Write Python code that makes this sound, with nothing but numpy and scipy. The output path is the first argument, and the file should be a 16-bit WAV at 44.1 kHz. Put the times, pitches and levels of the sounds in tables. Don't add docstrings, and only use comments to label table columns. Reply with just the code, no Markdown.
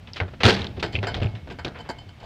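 import sys
import numpy as np
from scipy import signal
from scipy.fft import rfft, irfft
from scipy.io import wavfile

SR = 44100
rng = np.random.default_rng(int(sys.argv[2]) if len(sys.argv) > 2 else 0)


def wav_out(sig):
    wavfile.write(sys.argv[1], SR, np.round(np.clip(np.atleast_2d(sig).T, -1, 1) * 32767).astype(np.int16))


N = 99225

# frequency in Hz, relative density in dB per Hz.
AIR_SPECTRUM = [(20, 1), (50, 9.5), (110, 1), (300, -12), (1000, -11.5), (3000, -13.5), (6000, -26.5),
                (10000, -38), (15500, -42)]
AIR_DB = -52

# time in seconds, level of the tyre's rumble in dB, level of the frame's rattle in dB.
ROLLING_LEVELS = [(0, -48.5, -50.5), (.38, -42, -48.5), (.55, -34.5, -34.5), (0.722, -38, -42.5),
                  (.9, -37.5, -41.5), (1.2, -44, -31), (1.42, -43.5, -48.5), (1.65, -42.5, -53),
                  (1.92, -44, -47.5), (2.03, -47, -48), (2.15, -47.5, -56.5), (2.25, -55, -41.5)]
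# frequency in Hz, relative density in dB per Hz.
RUMBLE_SPECTRUM = [(20, -61), (45, -10), (70, 1.5), (110, 1.5), (170, -5.5), (300, -11), (700, -54.5),
                   (3000, -60)]
# frequency in Hz, relative density in dB per Hz.
RATTLE_SPECTRUM = [(100, 23), (350, 3.5), (700, 10), (1200, -6), (2000, -8.5), (3200, -5), (5000, -14),
                   (7500, -39.5), (15500, -48)]
RATTLE_ROUGH, RATTLE_SWAY_DB, RATTLE_SWAYS_PER_S = 0.42, 1, 44.14

# start in seconds, length in seconds, level in dB, treble in dB.
SCUFF_EVENTS = [(0.072, 0.051, -46, 1), (0.135, 0.052, -46, 20), (0.159, 0.041, -31.5, 8.5),
                (.279, 0.019, -38.5, -7.5), (0.3344, 0.016, -39, -5), (0.403, 0.031, -24.5, 0),
                (0.558, 0.12, -34, -3), (0.765, 0.042, -44.5, 1), (0.7943, 0.026, -35, 10.5),
                (0.929, 0.06, -39, 10), (1.498, 0.048, -38.5, 2), (1.746, 0.096, -41, -6.5),
                (1.848, 0.06, -45.5, -8), (2.207, 0.055, -50, -3)]
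# frequency in Hz, relative density in dB per Hz.
SCUFF_SPECTRUM = [(80, -40), (400, 11.5), (900, 6.5), (1800, 5.5), (3000, 5), (4500, -5), (7000, -25.5),
                  (10000, -41), (15500, -49)]
SCUFF_RISE_S, SCUFF_ROUGH = 0.002, 0.2

# start in seconds, level in dB, treble in dB,
# chatter length in seconds, frequency favoured among the modes in Hz, jingle level in dB.
CLANK_EVENTS = [(.829, -33.5, 8.5, 0.018, 1500, -69), (0.925, -43, 15, 0.0056, 4400, -53),
                (1.069, -27.5, 0.5, 0.016, 1435, -44), (1.232, -49.5, 17, .004, 7100, -59),
                (1.507, -43.5, -14, .015, 1520, -54), (1.587, -40.5, 1, .01, 1030, -52.5),
                (1.788, -44.5, -5, 0.025, 3095, -56), (1.890, -31, -5, 0.012, 880, -39.5),
                (1.9855, -43.5, 11, .004, 3160, -58), (2.088, -50.5, 2, 0.0033, 3040, -60),
                (2.2, -51.5, 2, .004, 3095, -63), (2.23, -47.5, -7, 0.022, 860, -57.5)]
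# frequency in Hz, relative level in dB, 60 dB decay time in seconds.
STEEL_MODES = [(467, -1.5, 0.078), (697, 3, 0.12), (872, 0, 0.15), (974, 0, 0.087), (1501, -5.5, 0.16),
               (1585, -2, 0.13), (2059, -13, 0.48), (2187, -8, 0.96), (3070, -2.5, 0.18),
               (4370, -8.5, 0.17), (4810, -8.5, 0.11), (4970, -13, 0.19), (7200, -23.5, 0.15),
               (7500, -25, 0.11), (7730, -28, 0.095)]
STEEL_PAIR_SPLIT, STEEL_PAIR_DB = 0.025, -5
STEEL_FOCUS_DB, STEEL_FOCUS_OCTAVES = 8, 0.11
CHATTER_DEPTH, CHATTER_PER_S = 0.56, 364
# frequency in Hz, relative density in dB per Hz.
JINGLE_SPECTRUM = [(1500, -15), (3500, -4.5), (4600, 11), (6000, -8), (7500, 0.5), (8800, -15),
                   (11000, -17), (15500, -29)]
JINGLE_T60_S = 0.076

# start in seconds, level in dB, nominal pitch in Hz,
# 60 dB decay time in seconds.
CREAK_EVENTS = [(.0728, -36, 3100, 0.031), (.134, -26, 4770, 0.0085), (.2015, -17, 2240, 0.031),
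                (0.433, -11, 3340, 0.019), (0.544, -17.5, 4140, 0.012), (0.6177, -20, 3410, 0.014),
                (.6435, -18, 3636, 0.0081), (0.668, -23.5, 3710, 0.013), (.9530, -18.5, 2534, 0.023),
                (0.9606, -22.5, 2575, 0.042), (0.9877, -27.5, 2600, 0.028), (1.143, -25.5, 3650, 0.028),
                (1.222, -24, 2540, 0.017), (1.23, -21.5, 2560, 0.023), (1.244, -27, 2510, 0.013),
                (1.260, -33, 2500, .018), (1.269, -32.5, 2470, .018), (1.352, -39.5, 2740, .025),
                (1.6495, -25, 3685, .025), (1.6795, -34, 3750, .018)]
CREAK_RISE_S, CREAK_WIDTH, CREAK_TOP_HZ = 0.0005, 0.41, 6040
CREAK_TONE_DB, CREAK_NOISE_DB = -2, -1
CREAK_SAG, CREAK_SAG_S = 0.313, 0.0053

# start in seconds, level in dB, pitch in Hz,
# 60 dB decay time in seconds, level of the boards' hollow knock in dB.
THUD_EVENTS = [(0.211, -15, 91, 0.17, -29), (.447, 0, 107, 0.077, -18), (.457, -5, 102.3, 0.086, -14.5),
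               (0.486, -23, 187.5, 0.29, -20), (0.519, -24, 122, 0.28, -33), (.595, -20.5, 85.5, 0.2, -39),
               (0.776, -24, 85, 0.089, -30), (0.834, -29, 89, 0.2, -22.5), (.944, -13.5, 86.3, 0.11, -30.5),
               (.974, -21.5, 102.5, 0.67, -31), (1.145, -19.5, 70, 0.093, -35),
               (1.213, -11.5, 100, 0.13, -22.5), (1.248, -8.5, 105, 0.12, -36),
               (1.335, -23.5, 106, 0.15, -48), (1.451, -35, 111, 0.098, -54), (1.509, -46, 107, 0.12, -33),
               (1.604, -27, 79, 0.11, -48), (1.652, -29, 128, .14, -38), (2.061, -33.5, 93.8, 0.18, -50)]
THUD_RISE_S, THUD_OVERTONE, THUD_OVERTONE_DB = 0.0041, 1.9, -15
# frequency in Hz, relative density in dB per Hz.
BOARD_SPECTRUM = [(100, -11), (170, -2), (230, -5.5), (280, -2.5), (370, 2.5), (500, -4), (700, -10),
                  (1200, -24), (4000, -62)]
BOARD_T60_S = 0.15

# start in seconds, level in dB, bass in dB, treble in dB,
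# 60 dB decay time in seconds, level of the tray's ring in dB.
KNOCK_EVENTS = [(0.2012, -21.5, -1, -14, 0.094, -37), (.4335, -10, -17, 1.5, 0.12, -18.5),
                (.452, -13, -4, 8.5, 0.22, -15.5), (.478, -10, 10.5, 5.5, 0.15, -23),
                (.496, -15.5, -6, 6.5, 0.071, -31.5), (.505, -14, -8, 7, 0.02, -49),
                (.526, -28, 6, 12.5, 0.36, -32), (.644, -30, -11, -5, .06, -37),
                (0.8264, -21, 5.5, 2.5, .13, -34), (.838, -33, 7, 2, 0.07, -35),
                (1.0284, -24, 9, -5.5, 0.18, -35), (1.069, -31.5, 0, -8, 0.2, -37.5),
                (1.144, -30, -2, 0.5, 0.15, -39), (1.216, -26.5, 18, -2, 0.057, -39.5),
                (1.232, -27.5, 16, -7, 0.12, -34.5), (1.257, -37, 22, 10, .06, -50),
                (1.351, -42, -28, -3, 0.16, -54), (1.4736, -35.5, 19, -4, 0.15, -43),
                (1.587, -34, -12, -17, .12, -71), (1.647, -25.5, 12, 7.5, 0.097, -36.5),
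                (1.662, -28.5, 10, -42, 0.2, -66), (1.68, -41, 3, 26, .04, -52),
                (1.896, -27, 2.5, -28, .11, -60)]
# frequency in Hz, relative density in dB per Hz.
KNOCK_SPECTRUM = [(60, -9), (200, -0.5), (350, 1.5), (560, 1.5), (850, -0.5), (1150, -5), (1450, 0.5),
                  (2000, -2.5), (2800, -4), (4000, -6), (5200, -15.5), (7000, -28.5), (10000, -41),
                  (15500, -55)]
# frequency in Hz, relative level in dB, 60 dB decay time in seconds.
TRAY_MODES = [(195.7, 0.5, 0.42), (230.6, -3.5, 0.28), (273.9, -6.5, 0.5), (342, -0.5, 0.35),
              (383, 3.5, 0.26), (447, -1, 0.32), (513, -11, .3), (679.8, -5.5, 0.31), (724, -6, 0.22),
              (809, -5.5, 0.28), (861, -10, 0.36), (1300, -8.5, 0.27), (1600, -10, 0.22)]
KNOCK_ROUGH, KNOCK_RISE_S = 0.42, 0.00042
SNAP_DB, SNAP_T60_S = -10, 0.014
SHUDDER_DB, SHUDDER_T60_S, SHUDDER_TREBLE_DB = -17.5, 0.38, -10

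BASS_HZ, TREBLE_HZ = 486, 2820
LOW_CUT_HZ, TOP_HZ, CLIP_LEVEL = 39, 15500, 1.1


def undb(db):
    return 10 ** (np.asarray(db) / 20)


def unit(x):
    return x / np.sqrt(np.mean(x ** 2) + 1e-18)


def clock():
    return np.arange(N) / SR


def fade(t60):
    return np.exp(-np.log(1000) * clock() / max(t60, 1e-3))


def add(out, start, x):
    i = int(np.clip(start * SR, 0, N - 1))
    out[i:] += x[:N - i]


def bins():
    return np.maximum(np.fft.rfftfreq(N, 1 / SR), 1)


def colour(x, points, extra_db=0):
    hz, db = np.array(points, float).T
    gain_db = np.interp(np.log(bins()), np.log(hz), db) + extra_db
    return unit(irfft(rfft(x) * undb(gain_db), N))


def shelves(hz, bass_db, treble_db):
    bass = bass_db / (1 + (hz / BASS_HZ) ** 2)
    treble = treble_db / (1 + (TREBLE_HZ / hz) ** 4)
    return bass + treble


def walk(rate):
    return 1.2 * np.interp(clock() * rate, np.arange(8192), rng.standard_normal(8192))


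def grit(rough):
    return rng.standard_normal(N) * np.exp(rough * walk(700))


def ring(modes, hold=0):
    t = clock()[:SR // 2]
    hz, db, t60 = np.array(modes, float).T[:, :, None]
    envelope = undb(db - 60 * np.maximum(t - hold, 0) / t60)
    partials = envelope * np.sin(2 * np.pi * (hz * t + rng.random(hz.shape)))
    return np.pad(partials.sum(0), (0, N - len(t))) / np.sqrt(np.sum(undb(db) ** 2) / 2)


def air():
    return undb(AIR_DB) * colour(rng.standard_normal(N), AIR_SPECTRUM)


def rolling():
    times, rumble_db, rattle_db = np.array(ROLLING_LEVELS).T
    rumble_gain = undb(np.interp(clock(), times, rumble_db))
    rumble = rumble_gain * colour(rng.standard_normal(N), RUMBLE_SPECTRUM)
    sway_db = RATTLE_SWAY_DB * walk(RATTLE_SWAYS_PER_S)
    rattle_gain = undb(np.interp(clock(), times, rattle_db) + sway_db)
    rattle = rattle_gain * colour(grit(RATTLE_ROUGH), RATTLE_SPECTRUM)
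    return rumble + rattle


def scuffs():
    out, t = np.zeros(N), clock()
    for start, length, db, treble_db in SCUFF_EVENTS:
        rise = 1 - np.exp(-t / SCUFF_RISE_S)
        fall = np.exp(-np.minimum(2 * (t / length) ** 2, 50))
        rub = colour(grit(SCUFF_ROUGH), SCUFF_SPECTRUM, shelves(bins(), 0, treble_db))
        add(out, start, undb(db) * rise * fall * rub)
    return out


def clanks():
    out, rise = np.zeros(N), 1 - np.exp(-clock() / 0.0002)
    hz, mode_db, t60 = np.array(STEEL_MODES, float).T
    for start, db, treble_db, length, focus_hz, jingle_db in CLANK_EVENTS:
        octaves_off = np.log2(hz / focus_hz)
        focus = STEEL_FOCUS_DB * np.exp(-(octaves_off / STEEL_FOCUS_OCTAVES) ** 2)
        struck = mode_db + shelves(hz, 0, treble_db) + focus
        neighbours = hz * (1 + STEEL_PAIR_SPLIT * rng.standard_normal(len(hz)))
        pairs = zip(neighbours, struck + STEEL_PAIR_DB, np.minimum(t60, .1))
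        modes = [*zip(hz, struck, t60), *pairs]
        contact = np.minimum(1, fade(JINGLE_T60_S) * undb(60 * length / JINGLE_T60_S))
        chatter = 1 + CHATTER_DEPTH * contact * walk(CHATTER_PER_S)
        tone = undb(db) * ring(modes, length) * chatter
        jingle = undb(jingle_db) * contact * colour(grit(KNOCK_ROUGH), JINGLE_SPECTRUM)
        add(out, start, rise * (tone + jingle))
    return out


def creaks():
    out, f, t = np.zeros(N), bins(), clock()
    rise = 1 - np.exp(-(t / CREAK_RISE_S) ** 2)
    for start, db, hz, t60 in CREAK_EVENTS:
        resonance = 1 / (1 + ((f / hz - hz / f) / CREAK_WIDTH) ** 2)
        body = resonance / (1 + (f / CREAK_TOP_HZ) ** 6)
        rasp = unit(irfft(rfft(rng.standard_normal(N)) * body, N))
        pitch = hz * (1 + CREAK_SAG * (np.exp(-t / CREAK_SAG_S) - .7))
        chirp = np.sin(2 * np.pi * np.cumsum(pitch) / SR)
        slip = undb(CREAK_NOISE_DB) * rasp + undb(CREAK_TONE_DB) * chirp
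        add(out, start, undb(db) * slip * fade(t60) * rise)
    return out


def thuds():
    out, t = np.zeros(N), clock()
    rise = 1 - np.exp(-(t / THUD_RISE_S) ** 2)
    for start, db, hz, t60, board_db in THUD_EVENTS:
        phase = 2 * np.pi * hz * t
        overtone = undb(THUD_OVERTONE_DB) * np.sin(THUD_OVERTONE * phase)
        boom = undb(db) * (np.sin(phase) + overtone) * fade(t60)
        wood = undb(board_db) * colour(rng.standard_normal(N), BOARD_SPECTRUM) * fade(BOARD_T60_S)
        add(out, start, (boom + wood) * rise)
    return out


def knocks():
    out, rise = np.zeros(N), 1 - np.exp(-clock() / KNOCK_RISE_S)
    for start, db, bass_db, treble_db, t60, tray_db in KNOCK_EVENTS:
        tone_db = shelves(bins(), bass_db, treble_db)
        crack_decay = fade(t60) + undb(SNAP_DB) * fade(SNAP_T60_S)
        crack = colour(grit(KNOCK_ROUGH), KNOCK_SPECTRUM, tone_db) * crack_decay
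        dull_db = tone_db + shelves(bins(), 0, SHUDDER_TREBLE_DB)
        shudder = colour(rng.standard_normal(N), KNOCK_SPECTRUM, dull_db) * fade(SHUDDER_T60_S)
        frame = undb(db) * (crack + undb(SHUDDER_DB) * shudder)
        tray = undb(tray_db) * ring(TRAY_MODES)
        add(out, start, rise * (frame + tray))
    return out


def scene():
    return (air() + rolling() + scuffs() + clanks() + creaks() + thuds() + knocks())[None]


def record(dry):
    low_cut = signal.butter(2, LOW_CUT_HZ, "high", fs=SR, output="sos")
    heard = signal.sosfilt(low_cut, dry)
    rounded = CLIP_LEVEL * np.tanh(heard / CLIP_LEVEL)
    top_cut = signal.ellip(8, .2, 70, TOP_HZ, fs=SR, output="sos")
    return signal.sosfilt(top_cut, rounded)


dry = scene()
out = record(dry)
wav_out(out)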